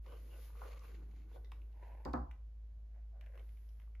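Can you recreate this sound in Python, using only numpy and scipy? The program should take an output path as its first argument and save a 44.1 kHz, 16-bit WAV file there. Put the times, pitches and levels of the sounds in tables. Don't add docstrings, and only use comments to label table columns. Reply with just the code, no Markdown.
import sys
import numpy as np
from scipy import signal
from scipy.fft import rfft, irfft
from scipy.io import wavfile

SR = 44100
rng = np.random.default_rng(int(sys.argv[2]) if len(sys.argv) > 2 else 0)


def persist_wave(psi):
    counts = np.round(np.clip(psi, -1, 1) * 32767).astype(np.int16)
    wavfile.write(sys.argv[1], SR, np.atleast_2d(counts).T)


N = 176400

# (frequency [Hz], left-right correlation [0..1])
CORRELATION = [(100, 0.8), (280, 1), (550, 0.34), (1100, .3), (2200, 0.93), (4500, 0.19), (8000, 0.042),
               (13000, 0.88)]


def amp(db):
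    return 10 ** (np.asarray(db) / 20)


def unit(x):
    return x / np.sqrt(np.mean(x ** 2) + 1e-20)


def read(points, hz):
    f, value = np.transpose(points)
    return np.interp(np.log(hz + 1), np.log(f + 1), value)


def level(points):
    s, db = np.transpose(points)[:2]
    return amp(np.interp(np.arange(N) / SR, s, db, left=-120, right=-120))


def fade(t, t60_s):
    return np.exp(-np.log(1000) * t / t60_s)


def rise(t, tau_s):
    return 1 - np.exp(-t / tau_s)


def add(mix, start_s, sound):
    part = mix[:, round(start_s * SR):][:, :sound.shape[1]]
    part += sound[:, :part.shape[1]]


def colour(x, gain):
    hz = np.fft.rfftfreq(x.shape[-1], 1 / SR)
    return unit(irfft(rfft(x) * gain(hz), x.shape[-1]))


def tint(x, points):
    return colour(x, lambda hz: amp(read(points, hz)))


def peaks(resonances, hz):
    return np.sqrt(sum(amp(db) ** 2 / (1 + ((hz - f) / w) ** 2) ** 2 for f, w, db in resonances))


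def resonate(x, hz, width_hz):
    carrier = np.exp(2j * np.pi * np.cumsum(hz) / SR)
    pole = np.exp(-np.pi * width_hz / SR)
    baseband = signal.lfilter([1], np.poly([pole, pole]), x / carrier)
    return unit((carrier * baseband).real)


def stereo(x, correlation):
    size = x.shape[1]
    common = np.clip(read(correlation, np.fft.rfftfreq(size, 1 / SR)), 0, 1)
    spectra = rfft(x)
    return irfft(np.sqrt(common) * spectra[0] + np.sqrt(1 - common) * spectra[1:], size)


def noise(size):
    return stereo(rng.standard_normal((3, size)), CORRELATION)


def drift(time_s):
    return colour(rng.standard_normal(N), lambda hz: np.exp(-(hz * time_s) ** 2))


def slips(per_s, spread_db):
    strength = amp(spread_db * np.minimum(rng.exponential(1, N), 4))
    slipping = rng.random(N) < per_s / SR
    return noise(N) * strength * slipping * amp(2.25 * drift(time_s=0.014))


def room(x, wet_db):
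    # (frequency [Hz], t60 [s])
    decay = [(100, 0.48), (300, 0.23), (1000, 0.4), (2500, 0.2), (5000, 0.31), (12000, 0.43)]
    taps_per_s = 3000
    taps = rng.choice([-1., 1.], (3, SR)) * (rng.random((3, SR)) < taps_per_s / SR)
    taps[:, :SR // 250] = 0
    hz, t, bands = signal.stft(stereo(taps, CORRELATION), SR, nperseg=256)
    tail = signal.istft(bands * fade(t, read(decay, hz)[:, None]), SR, nperseg=256)[1]
    tail /= np.linalg.norm(tail[0])
    return x + amp(wet_db) * signal.fftconvolve(x, tail, axes=1)[:, :N]


def background():
    # (frequency [Hz], gain [dB])
    air_spectrum = [(20, -24), (45, 2.5), (70, 7.5), (105, 2), (160, -11.5), (300, -16.5), (600, -19.5),
                    (1200, -29), (2500, -32.5), (5000, -38), (7000, -40), (8400, -56.5), (10000, -41),
                    (14000, -46.5)]
    # (frequency [Hz], left-right correlation [0..1])
    air_correlation = [(50, 0.94), (150, 0.96), (400, 0.7), (1500, 0.21), (12000, 0.16)]
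    hum_hz, hum_db, air_db = 53.72, -49.5, -67.5
    hum = np.sqrt(2) * np.sin(2 * np.pi * hum_hz * np.arange(N) / SR)
    hum *= amp(hum_db + drift(time_s=0.078))
    air = tint(stereo(rng.standard_normal((3, N)), air_correlation), air_spectrum)
    return hum + amp(air_db) * air


def sleeves():
    # (time [s], relative level [dB])
    envelope = [(0, -89), (.1, -72), (.22, -71), (.38, -75), (.53, -79.5), (.68, -80.5), (.82, -78),
                (.96, -69), (1.15, -69), (1.36, -76.5), (1.6, -77), (1.8, -88)]
    # (frequency [Hz], gain [dB])
    spectrum = [(70, -27), (130, 5.5), (220, -5), (320, 1), (450, -13), (800, -30), (3000, -61)]
    return amp(0.5) * level(envelope) * tint(noise(N), spectrum)


def lowering():
    # (time [s], level [dB])
    envelope = [(1.72, -83), (1.83, -65), (1.94, -66), (2.05, -69.5), (2.1, -69)]
    # (frequency [Hz], gain [dB])
    spectrum = [(200, -9.5), (450, 0), (750, 0), (980, 4), (1200, -20.5), (1700, -9), (2600, -15.5),
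                (3300, -28), (6000, -44)]
    return level(envelope) * tint(slips(per_s=7000, spread_db=1.5), spectrum)


def skin_hiss():
    # (time [s], relative level [dB])
    envelope = [(0.02, -90.5), (0.1, -81), (0.28, -79), (0.45, -70.5), (0.535, -82.5), (0.58, -78.5),
                (0.64, -74.5), (0.73, -79), (0.81, -86.5), (0.84, -76.5), (1.03, -92), (1.2, -89.5),
                (1.27, -95), (1.35, -81.5), (1.42, -90.5), (1.58, -92), (1.75, -94.5), (1.87, -89),
                (2.1, -92), (2.36, -106), (3.15, -106), (3.36, -89), (3.5, -85.5), (3.68, -87.5),
                (3.83, -89.5), (3.96, -102)]
    # (frequency [Hz], gain [dB])
    spectrum = [(2000, 3), (4500, 0.5), (7000, -1.5), (8400, -24.5), (9800, 4), (12000, 2.5), (13800, 2.5),
                (15000, -29.5)]
    return amp(3.5) * level(envelope) * tint(noise(N), spectrum)


def finger_squeaks():
    # (start [s], length [s], level [dB], first pitch [Hz], last pitch [Hz])
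    glides = [(0.051, 0.15, -75, 2950, 2980), (0.292, 0.081, -71, 2940, 2620),
              (0.813, 0.073, -76.5, 2620, 2700), (1.314, 0.074, -80, 3400, 3620)]
    out = np.zeros((2, N))
    for start_s, length_s, db, first_hz, last_hz in glides:
        progress = np.clip(np.arange(SR // 4) / SR / length_s, 0, 1)
        pitch_hz = first_hz + (last_hz - first_hz) * progress
        whistle = resonate(noise(len(progress)), pitch_hz, width_hz=460)
        add(out, start_s, amp(db) * np.sin(np.pi * progress) * whistle)
    return out


def grip_creak():
    # (time [s], relative level [dB])
    envelope = [(2.9, -91.5), (2.98, -78.5), (3.08, -108.5), (3.205, -82), (3.225, -69), (3.3, -76),
                (3.34, -71), (3.4, -75), (3.45, -90), (3.56, -86), (3.74, -98), (3.82, -77.5), (3.9, -111),
                (4.0, -90)]
    # (frequency [Hz], gain [dB])
    spectrum = [(300, -5), (700, 8), (1200, -17), (1550, 3), (2000, 2.5), (2700, -7), (3400, -19),
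                (4300, -28), (7000, -25), (9000, -51), (15000, -22)]
    return amp(-0.5) * level(envelope) * tint(slips(per_s=1100, spread_db=2.5), spectrum)


def grain_scuff():
    # (time [s], relative level [dB])
    envelope = [(0.04, -84), (0.07, -72), (0.15, -74), (0.23, -79), (0.33, -77), (0.46, -75.5), (0.54, -82),
                (0.58, -69.5), (0.69, -65.5), (0.8, -72), (0.85, -70), (0.96, -69), (1.0, -80),
                (1.1, -84.5), (1.18, -74.5), (1.27, -85), (1.31, -81.5), (1.35, -71.5), (1.41, -99),
                (1.62, -91), (1.68, -93), (1.78, -88), (1.85, -76.5), (2.02, -107)]
    # (frequency [Hz], gain [dB])
    spectrum = [(500, -15), (1300, -2.5), (2100, 8), (2750, 3.5), (3400, -2.5), (4300, -0.5), (5500, -10),
                (7000, -3.5), (9000, -49), (15000, -27)]
    return amp(-2.5) * level(envelope) * tint(slips(per_s=7000, spread_db=1.5), spectrum)


def sole_rasp():
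    # (time [s], level [dB])
    envelope = [(.055, -76.5), (.14, -68), (.2, -95), (.53, -82), (.58, -68), (.65, -67.5), (.73, -67.5),
                (.8, -72.5), (.85, -67), (.98, -93)]
    centre_hz, width_hz = 1155, 130
    friction = slips(per_s=3300, spread_db=1)
    return level(envelope) * colour(friction, lambda hz: peaks([(centre_hz, width_hz, 0)], hz))


def palm_rub():
    # (time [s], relative level [dB], cavity pitch [Hz])
    early = [(0.03, -86, 480), (0.07, -63.5, 480), (0.155, -59.5, 484), (0.205, -77, 480),
             (0.235, -70, 480), (0.28, -77, 462), (0.32, -61.5, 476), (0.385, -64.5, 493),
             (0.43, -72.5, 456), (0.535, -73, 470), (0.63, -58.5, 496), (0.73, -64.5, 523),
             (0.80, -72.5, 475), (0.85, -66.5, 470), (0.96, -66.5, 365), (1.05, -70, 318), (1.27, -74, 303),
             (1.32, -71, 420), (1.37, -61, 474), (1.41, -75, 462), (1.66, -77.5, 430)]
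    late = [(2.88, -100, 610), (2.98, -76, 680), (3.08, -107, 680), (3.155, -71, 684), (3.195, -74, 590),
            (3.235, -75, 582), (3.33, -74.5, 540), (3.36, -63, 475), (3.415, -68, 446), (3.46, -85.5, 302),
            (3.74, -97, 450), (3.81, -85, 480), (4.0, -100, 496)]
    # (centre [Hz], width [Hz], gain [dB])
    resonances = [(769, 120, 2), (1064, 220, -1), (1490, 91, 0)]
    strokes = early + late
    times_s, _, cavity_hz = np.transpose(strokes)
    friction = slips(per_s=3300, spread_db=1)
    cavity = resonate(friction, np.interp(np.arange(N) / SR, times_s, cavity_hz), width_hz=205)
    hollow = colour(friction, lambda hz: peaks(resonances, hz))
    return level(strokes) * (amp(-1.5) * cavity + amp(-8) * hollow)


def touches(events, t60_s, rise_s, width_oct, skirt_db, body=np.ones_like):
    out, t = np.zeros((2, N)), np.arange(SR // 10) / SR
    for start_s, db, centre_hz in events:
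        band = lambda hz: np.exp(-.5 * np.abs(np.log2((hz + 1) / centre_hz) / width_oct) ** 3)
        skirt = lambda hz: amp(skirt_db) * hz / (hz + centre_hz)
        burst = colour(noise(len(t)), lambda hz: body(hz) * (band(hz) + skirt(hz)))
        add(out, start_s, amp(db) * burst * fade(t, t60_s) * rise(t, rise_s))
    return out


def lace_tip():
    # (time [s], level [dB])
    taps = [(1.446, -65), (1.518, -76)]
    # (centre [Hz], width [Hz], gain [dB])
    resonances = [(1950, 160, 6.5), (3630, 260, 3), (4530, 200, -7), (5160, 300, -10)]
    out, t = np.zeros((2, N)), np.arange(SR // 4) / SR
    for start_s, db in taps:
        rattle = colour(noise(len(t)), lambda hz: peaks(resonances, hz))
        add(out, start_s, amp(db) * rattle * fade(t, t60_s=0.063))
    return out


def leather_ticks():
    # (time [s], level [dB], centre [Hz])
    ticks = [(.063, -63, 2740), (.122, -61.5, 2630), (.793, -62.5, 4570), (1.446, -68, 3640),
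             (1.518, -51.5, 2300), (1.617, -68, 2260), (1.727, -73, 2820), (2.3115, -54.5, 2070),
             (3.210, -56.5, 2200), (3.261, -61, 2180), (3.354, -58.5, 1520), (3.376, -58.5, 2220),
             (3.395, -61.5, 2250), (3.490, -67, 2260), (3.571, -69.5, 2300), (3.690, -70.5, 3950),
             (3.799, -64, 1980), (3.818, -68, 2190), (3.951, -63, 2020)]
    # (centre [Hz], width [Hz], gain [dB])
    resonances = [(1040, 65, 16.5), (1540, 35, -1), (2160, 220, -0.5), (2760, 215, -7.5), (3280, 36, -7.5),
                  (5630, 250, 4)]
    upper = lambda hz: amp(-4.5) + peaks(resonances, hz)
    return touches(ticks, t60_s=0.023, rise_s=0.0003, width_oct=0.62, skirt_db=-18, body=upper)


def finger_pats():
    # (time [s], level [dB], centre [Hz])
    pats = [(.063, -62, 795), (.121, -57.5, 930), (.500, -61.5, 1100), (.553, -62, 1010),
            (.617, -43.5, 960), (.636, -52, 1070), (.845, -58, 1100), (1.313, -65, 780), (1.359, -53, 800),
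            (1.366, -53.5, 456), (1.519, -55, 1010), (2.962, -72, 690), (3.354, -62, 600),
            (3.875, -72, 1020)]
    return touches(pats, t60_s=0.035, rise_s=0.00053, width_oct=0.45, skirt_db=-51)


def touchdowns():
    # (time [s], relative knock level [dB], low-pass cutoff [Hz], tick level [dB],
    # shudder level [dB], tick-to-knock delay [s])
    landings = [(2.0509, -40, 1020, -48.5, -37, 0.0057), (2.1340, -36, 1780, -51.5, -34, 0.0033)]
    # (frequency [Hz], gain [dB], t60 [s])
    modes = [(129.7, -7.5, 0.34), (177, -5.5, 0.14), (241.6, -1.5, 0.25), (296, -5, 0.27),
             (362.2, -3.5, 0.23), (517.4, -2.5, 0.17), (681, -7, 0.15), (802.5, 0, 0.19), (881, -5, .2),
             (1012, -4, 0.29), (1051, -7, 0.091), (1145, -5, 0.16), (1292, -13, 0.14), (1500, -15, 0.11)]
    # (frequency [Hz], gain [dB])
    thud_spectrum = [(60, -18), (150, -0.5), (300, 4.5), (430, -7.5), (600, -4.5), (1100, -4),
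                     (1700, -11.5), (2150, -23.5), (2600, -40), (3400, -41), (8000, -55), (15000, -69)]
    # (frequency [Hz], gain [dB])
    edge_spectrum = [(300, -24), (1000, -28), (1800, 17), (3200, 4.5), (4200, 13), (4900, 12.5), (5800, -4),
                     (7300, 0.5), (10000, -27), (15000, 2.5)]
    table_hz, mode_rise_cycles = 63.35, 0.62
    board_gain_db, thud_gain_db, tick_pan_db = -4.5, 0.5, 2
    board, thuds, edge, table = np.zeros((4, 2, N))
    t, sides = np.arange(SR) / SR, np.array([[1], [-1]])
    for tick_s, knock_db, cutoff_hz, tick_db, shudder_db, delay_s in landings:
        tick = tint(noise(SR), edge_spectrum) * fade(t, t60_s=0.022)
        add(edge, tick_s, amp(tick_db + tick_pan_db * sides) * tick)
        knock_s = tick_s + delay_s
        softness = lambda hz: 1 / np.sqrt(1 + (hz / cutoff_hz) ** 4)
        for mode_hz, mode_db, t60_s in modes:
            phase = 2 * np.pi * (mode_hz * t + rng.random())
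            spread = sides * rng.choice([-1, 1]) * min(mode_hz / 800, 1)
            ring = np.sin(phase + spread) * fade(t, t60_s) * rise(t, mode_rise_cycles / mode_hz)
            add(board, knock_s, amp(knock_db + board_gain_db + mode_db) * softness(mode_hz) * ring)
        clatter = colour(noise(SR), lambda hz: amp(read(thud_spectrum, hz)) * softness(hz))
        thud = clatter * fade(t, t60_s=0.14) * rise(t, tau_s=0.00027)
        add(thuds, knock_s, amp(knock_db + thud_gain_db) * thud)
        shudder = np.sin(2 * np.pi * table_hz * t) * fade(t, t60_s=0.58) * rise(t, tau_s=0.03)
        add(table, knock_s, amp(shudder_db) * shudder[None])
    return room(board, wet_db=-5.5) + room(thuds, wet_db=-3) + room(edge, wet_db=-5) + table


def scene():
    ticks = room(leather_ticks() + lace_tip(), wet_db=-3)
    pats = room(finger_pats(), wet_db=-6)
    ambience = background()
    handling = sole_rasp() + grain_scuff() + grip_creak() + skin_hiss()
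    handling += sleeves() + lowering() + palm_rub() + finger_squeaks()
    return ambience + room(handling, wet_db=-9) + ticks + pats + touchdowns()


def record(dry):
    cutoff_hz = 14450
    lowpass = signal.firwin(511, cutoff_hz, window=("kaiser", 9), fs=SR)
    return signal.oaconvolve(dry, lowpass[None], "same")


dry = scene()
out = record(dry)
persist_wave(out)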